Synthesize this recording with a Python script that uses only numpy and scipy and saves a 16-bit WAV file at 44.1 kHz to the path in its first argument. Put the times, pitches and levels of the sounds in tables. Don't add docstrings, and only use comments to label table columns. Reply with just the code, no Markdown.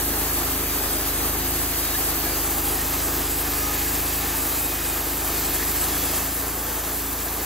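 import sys
import numpy as np
from scipy import signal
from scipy.io import wavfile
from scipy.ndimage import uniform_filter1d

SR = 44100
rng = np.random.default_rng(int(sys.argv[2]) if len(sys.argv) > 2 else 0)


def voltage_ratio(level):
    return 10 ** (np.asarray(level, float) / 20)


def dump_mix(stems):
    frames = np.atleast_2d(stems).T
    limited = np.clip(frames, -1, 1)
    pcm = np.round(limited * 32767).astype(np.int16)
    wavfile.write(sys.argv[1], SR, pcm)


N = 328545
SIZE, HOP = 1024, 256

# time_s, cycles_per_s
ENGINE_SPEED = [(0.0, 25.7), (0.41, 26.7), (0.7, 26.2), (1.1, 25.2), (1.56, 27.2), (2.3, 25.3),
                (2.92, 26.4), (3.4, 25.7), (3.69, 26.0), (4.21, 27.1), (4.88, 25.8), (5.29, 26.0),
                (5.6, 25.5), (5.93, 27.0), (6.14, 27.1), (6.49, 27.9), (7.14, 27.1), (7.45, 27.5)]
# time_s, level_db
CRANK_THUMP = [(0.05, -34.5), (0.93, -36), (1.34, -33.5), (1.85, -36.5), (2.63, -35), (3.24, -35),
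               (4.08, -35), (4.51, -37.5), (5.82, -35.5), (6.17, -37), (7.38, -38), (7.4, -37.5)]
# time_s, level_db
BLADE_BITE = [(0, -28.5), (.45, -29), (1, -29.5), (1.4, -29), (2.2, -28.5), (2.6, -28.5), (3.1, -29),
              (3.55, -29), (3.85, -28.5), (4.55, -29), (4.85, -29.5), (5.1, -30), (5.55, -28.5),
              (5.85, -28.5), (6.14, -28), (6.3, -31), (6.5, -32), (7.45, -31.5)]
# pitch_hz, level_db
EXHAUST_PIPE = [(120, -42.5), (185, -9), (210, -13.5), (240, -8.5), (265, 4), (290, 6.5), (315, -2),
                (340, -3), (370, -6), (420, 2), (470, -10.5), (520, -21), (700, -16), (1200, -51)]
# delay_ms, level_db
SILENCER_ECHOES = [
    (6, -5),
    (15, -6),
]
# times_per_cycle, level_db, phase_rad
BLOCK_SHAKE = [
    (3, 0, 1.14),
    (4, -9, 2.9),
    (5, -7.5, 3.77),
    (6, -6, 1.1),
]

# pitch_hz, level_db
ROAR_COLOUR = [(30, -20), (60, 3), (120, -14), (200, -3), (330, 1.5), (450, 2.5), (560, -2.5), (800, 1),
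               (1000, -1), (1200, -1), (1750, -5.5), (2300, -13), (3500, -12)]
# pitch_hz, level_db
RASP_COLOUR = [(900, -28), (1700, 2.5), (2300, 1.5), (3000, 1), (4000, 0), (4900, 2), (5500, -2.5),
               (6000, 0.5), (6800, 1.5), (7600, 2), (9000, -29)]
# pitch_hz, level_db
SIZZLE_COLOUR = [(5500, -26), (7000, -9.5), (7500, -3), (7850, 4), (8200, 1), (9000, 3), (10000, -2),
                 (10600, -2.5), (11300, -5), (12500, -18)]
# pitch_hz, level_db
HISS_COLOUR = [(9500, -41), (11300, -3), (12300, 3), (12800, 2), (13500, 5), (14100, 1.5), (15200, -2.5),
               (16200, -5.5)]
# level_db at the usual bite, bite_share followed, change_db_per_s as the head rolls away
NOISE_LEVELS = [
    (-29, 0.24, -0.17),
    (-33.5, 1.7, 0.19),
    (-27, 1, -.05),
    (-28.5, 0.9, -0.08),
]
# start_s, length_s, level_db
TOOTH_SONGS = [
    [(.1, 0.5, -69), (.85, .22, -58), (2.15, 0.18, -57), (2.62, 0.98, -48.5), (3.5, 0.33, -40.5),
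     (4.55, 0.41, -48), (5.2, 1, -52)],
    [(.5, .42, -49), (1.5, .8, -61), (2.6, 0.61, -53), (3.25, 0.85, -48), (3.95, 0.75, -50),
     (4.55, .55, -47), (5.15, 0.65, -50)],
    [(.55, 0.88, -46), (1.7, .33, -45), (3.1, .7, -54), (4.05, 1.1, -48), (5.3, .25, -47), (5.65, .55, -54)],
    [(.65, 0.49, -46), (1.55, .8, -61), (2.6, .55, -56), (3.05, 0.68, -48), (5.65, .55, -54)],
]
# start_s, length_s, pitch_hz, level_db
BLADE_SQUEALS = [(1.91, .055, 3790, -38), (1.945, .015, 1720, -36), (6.04, .1, 4950, -43),
                 (5.85, .34, 3360, -44), (3.52, .2, 5800, -45), (2.2, .28, 4860, -46), (2.7, .5, 6260, -47),
                 (3.55, .5, 1740, -47), (5.9, .4, 2640, -48), (5.4, .2, 4100, -50), (5.4, .25, 3370, -50),
                 (2.35, .55, 810, -44), (3.6, .3, 820, -43), (4.0, .5, 1760, -47)]

# pitch_hz, early_phase_rad, early_likeness (0-1), late_phase_rad, late_likeness (0-1),
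# left_over_right_db
MIC_PORTS = [(170.0, -0.1, 0.97, -0.1, 0.97, 0.2), (340.0, -0.2, 0.96, -0.2, 0.96, 0.8),
             (860.0, -0.5, 0.78, -0.2, 0.88, 0.9), (1400.0, -0.2, 0.65, -0.1, 0.9, 2.6),
             (2400.0, -0.3, 0.62, -0.3, 0.7, 0.9), (3400.0, -0.7, 0.56, -0.7, 0.56, 0.6),
             (4800.0, -1.8, 0.59, 0.5, 0.6, -0.9), (5500.0, -3.1, 0.17, 0.5, 0.71, 1.6),
             (6900.0, 1.7, 0.31, 0.8, 0.83, 0.3), (7600.0, 3.0, 0.82, 2.3, 0.9, 1.0),
             (8800.0, 3.1, 1.0, 3.1, 1.0, -0.0), (10300.0, 4.0, 0.64, 4.2, 0.76, -0.4),
             (11200.0, 5.7, 0.58, 5.0, 0.61, 0.1), (12400.0, 6.3, 1.0, 6.2, 0.98, -0.0)]
# time_s, mono_low_hz, mono_high_hz, difference_top_hz, sum_gap_top_hz
STEREO_EDGES = [
    (0, 3000, 3000, 11350, 9750),
    (2.25, 3000, 3000, 11350, 9800),
    (2.63, 1400, 6890, 11350, 9700),
    (3.8, 1250, 6890, 11300, 9650),
    (4, 1250, 6890, 10650, 9450),
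    (5.03, 1250, 6890, 10650, 9450),
    (5.06, 1200, 5400, 10650, 9100),
    (5.36, 1200, 5350, 11250, 9000),
    (7.45, 1150, 5350, 11250, 9100),
]
# time_s, limit_db
FAINTEST_TREBLE = [
    (0, -4.5),
    (2.2, -5),
    (3.6, -8.5),
    (7.45, -13),
]


def evened(x):
    return x / np.sqrt(np.mean(abs(x) ** 2) + 1e-20)


def read(points, hz):
    f, *columns = np.transpose(points)
    return np.squeeze([np.interp(np.log(hz + 1), np.log(f + 1), c) for c in columns])


def follow(rows, t):
    s, *columns = np.transpose(rows)
    return [np.interp(t, s, c) for c in columns]


def drift(per_s, count=N, step=1):
    width = max(int(SR / step / per_s / 2), 1)
    noise = uniform_filter1d(rng.standard_normal(count), width)
    return evened(uniform_filter1d(noise, width))


def causal(points):
    log_gain = np.log(voltage_ratio(read(points, np.fft.rfftfreq(16384, 1 / SR))))
    circle = np.r_[log_gain, log_gain[-2:0:-1]]
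    return np.fft.ifft(np.exp(np.conj(signal.hilbert(circle)))).real[:6000]


def running():
    t = np.arange(N) / SR
    curves = follow(ENGINE_SPEED, t) + follow(CRANK_THUMP, t)
    return uniform_filter1d(curves, int(0.15 * SR), axis=1)


def bite(t):
    return follow(BLADE_BITE, t)[0] + 29


def exhaust(cycles):
    firings = np.zeros(N)
    second_place = 0.625 + 0.006 * drift(2)
    for place, db in ((0, 0), (second_place, 1)):
        at = np.flatnonzero(np.diff(np.floor(cycles - place)))
        late_s = 0.00006 * rng.standard_normal(len(at))
        size_db = 0.8 * rng.standard_normal(len(at))
        firings[np.clip(at + (late_s * SR).astype(int), 0, N - 1)] = voltage_ratio(db + size_db)
    echoes = sum(voltage_ratio(db) * np.roll(firings, int(ms * SR / 1000)) for ms, db in SILENCER_ECHOES)
    return evened(signal.oaconvolve(firings + echoes, causal(EXHAUST_PIPE))[:N])


def block_shake(cycles, block_db):
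    shake = 0
    for order, db, phase in BLOCK_SHAKE:
        size = voltage_ratio(block_db + db + 0.077 * drift(5.6))
        shake = shake + size * np.sin(2 * np.pi * round(order) * cycles + phase)
    return shake


def engine():
    per_s, crank_db = running()
    load_db = bite(np.arange(N) / SR)
    cycles = np.cumsum(per_s) / SR
    exhaust_db = crank_db - 1 + 0.27 * load_db + 0.67 * drift(10)
    block_db = crank_db - 4 + 0.6 * (per_s - 26.3) + 0.96 * np.minimum(load_db, 0)
    crank = voltage_ratio(crank_db) * np.sin(2 * np.pi * 2 * cycles + 1.2)
    shaking = np.sqrt(2) * (crank + block_shake(cycles, block_db))
    return voltage_ratio(exhaust_db) * exhaust(cycles) + shaking


def steel_bed_echo(hz):
    strength = 0.16 / (1 + (hz / 2190) ** 2)
    return abs(1 - strength * np.exp(-2j * np.pi * hz * 2.08 / 1000))


def grain_and_ringing(hz, t):
    def smooth_noise(time_width, pitch_width):
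        noise = uniform_filter1d(rng.standard_normal((len(t), len(hz))), time_width, axis=0)
        return evened(uniform_filter1d(noise, pitch_width, axis=1).T)

    patches = smooth_noise(14, 9)
    streaks = smooth_noise(22, 2)
    blade_range = ((hz > 1500) & (hz < 9000))[:, None]
    ringing_db = 0.74 * np.maximum(streaks, 0) ** 2 * blade_range
    return np.minimum(ringing_db, 9) - 0.74 + 0.5 * patches


def noise_field(hz, t):
    def slow(per_s):
        return drift(per_s, count=len(t), step=HOP)

    colours = (ROAR_COLOUR, RASP_COLOUR, SIZZLE_COLOUR, HISS_COLOUR)
    surges_db, flickers_db = (0.67, 0.38, 0.18, 0.3), (0.3, 0.73, 1.15, 0.75)
    echo = steel_bed_echo(hz)
    power = 0
    for shape, (db, share, db_per_s), surge_db, flicker_db in zip(colours, NOISE_LEVELS, surges_db, flickers_db):
        level_db = db + share * bite(t) + db_per_s * t
        level_db = level_db + surge_db * slow(4) + flicker_db * slow(18)
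        colour = voltage_ratio(read(shape, hz)) * echo
        colour /= np.linalg.norm(colour)
        power = power + np.outer(colour, voltage_ratio(level_db)) ** 2
    return np.sqrt(power) * voltage_ratio(grain_and_ringing(hz, t) + 0.31 * slow(30))


def swell(t, s, length):
    return np.sin(np.pi * np.clip((t - s) / length, 0, 1)) ** 0.6


def teeth():
    t = np.arange(N) / SR
    per_s = uniform_filter1d(running()[0], SR // 8)
    teeth_per_cycle = 48
    turns = np.cumsum(teeth_per_cycle * per_s * (1 + 0.0008 * drift(30))) / SR
    out = np.zeros(N)
    for overtone, songs in enumerate(TOOTH_SONGS, 1):
        size = sum(voltage_ratio(db) * swell(t, s, length) for s, length, db in songs)
        boost_db = 0 if overtone == 3 else 4
        out += size * voltage_ratio(boost_db + 2.5 * drift(20)) * np.sin(2 * np.pi * overtone * turns)
    return out


def squeals():
    t = np.arange(N) / SR
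    out = np.zeros(N)
    for s, length, hz, db in BLADE_SQUEALS:
        size = swell(t, s, length) * voltage_ratio(db + 3 * drift(30))
        turns = hz * np.cumsum(1 + 0.002 * drift(25)) / SR
        out += np.sqrt(2) * size * np.sin(2 * np.pi * turns)
    return out


def port_link(hz, t):
    phase0, same0, phase1, same1, lean_db = read(MIC_PORTS, hz)[:, :, None]
    moved = np.interp(t, (2.2, 3.0), (0, 1))
    early = np.clip(same0, 0, 1) * np.exp(1j * phase0)
    late = np.clip(same1, 0, 1) * np.exp(1j * phase1)
    return (1 - moved) * early + moved * late, lean_db


def scene():
    hz, t, tones = signal.stft(engine() + teeth() + squeals(), SR, nperseg=SIZE, noverlap=SIZE - HOP)
    a, b, c, d = rng.standard_normal((len(t), len(hz), 4)).T
    field = noise_field(hz, t) * 1.2
    link, lean_db = port_link(hz, t)
    left = field * (a + 1j * b)
    unlike = np.sqrt(np.maximum(1 - abs(link) ** 2, 0)) * field * (c + 1j * d)
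    right = link * left + unlike
    pair = np.array([left + tones, right + tones * np.exp(1j * np.angle(link))])
    pair *= voltage_ratio(np.array([lean_db, -lean_db]) / 2)
    return signal.istft(pair, SR, nperseg=SIZE, noverlap=SIZE - HOP)[1][:, :N]


def masked(z, hz, limit):
    local_power = uniform_filter1d(abs(z) ** 2, size=7, axis=0)
    return z * ((local_power > limit) | (hz < 2000))


def snapped(edge_hz):
    width_hz = SR / 128
    return np.round(edge_hz / width_hz) * width_hz


def low_pass(x):
    return signal.sosfilt(signal.butter(12, 16980, fs=SR, output="sos"), x)


def record(dry):
    pair = np.array([dry[0] + dry[1], dry[0] - dry[1]]) / 2
    hz, t, (mid, side) = signal.stft(pair, SR, nperseg=2048)
    f = hz[:, None]
    low_hz, high_hz, top_hz, gap_top_hz = follow(STEREO_EDGES, t)
    spread_hz = np.array([[150], [90], [420], [330]])
    ragged = uniform_filter1d(rng.standard_normal((len(t), 4)), 2, axis=0).T * spread_hz

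    above_low = f > low_hz + ragged[0]
    below_high = f < snapped(high_hz + ragged[1])
    folded = above_low & below_high & (low_hz < high_hz)
    below_top = f < snapped(top_hz - 250 + ragged[2] ** 2 / 250)
    side = side * ~folded * below_top * np.clip(f / 140, 0, 1) ** 2

    gap_low_hz = 8270
    unfolded = np.min(abs(t[:, None] - np.array((3.41, 4.45))), axis=1) < 0.0125
    random_phase = np.exp(2j * np.pi * rng.random(mid.shape))
    mid = mid + 0.6 * side * unfolded * (f > gap_low_hz) * random_phase
    above_gap = f > snapped(gap_top_hz + 120 + ragged[3])
    mid = mid * ((f < gap_low_hz) | above_gap | unfolded) * (f < 15750)

    typical = np.median(abs(mid[(hz > 2000) & (hz < 7000)]) ** 2)
    limit = typical * voltage_ratio(follow(FAINTEST_TREBLE, t)[0]) ** 2
    mid = masked(mid, f, limit)
    side = masked(side, f, limit * voltage_ratio(-7))
    left_right = signal.istft(np.array([mid + side, mid - side]), SR, nperseg=2048)[1][:, :N]
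    return low_pass(left_right)


dry = scene()
out = record(dry)
dump_mix(out)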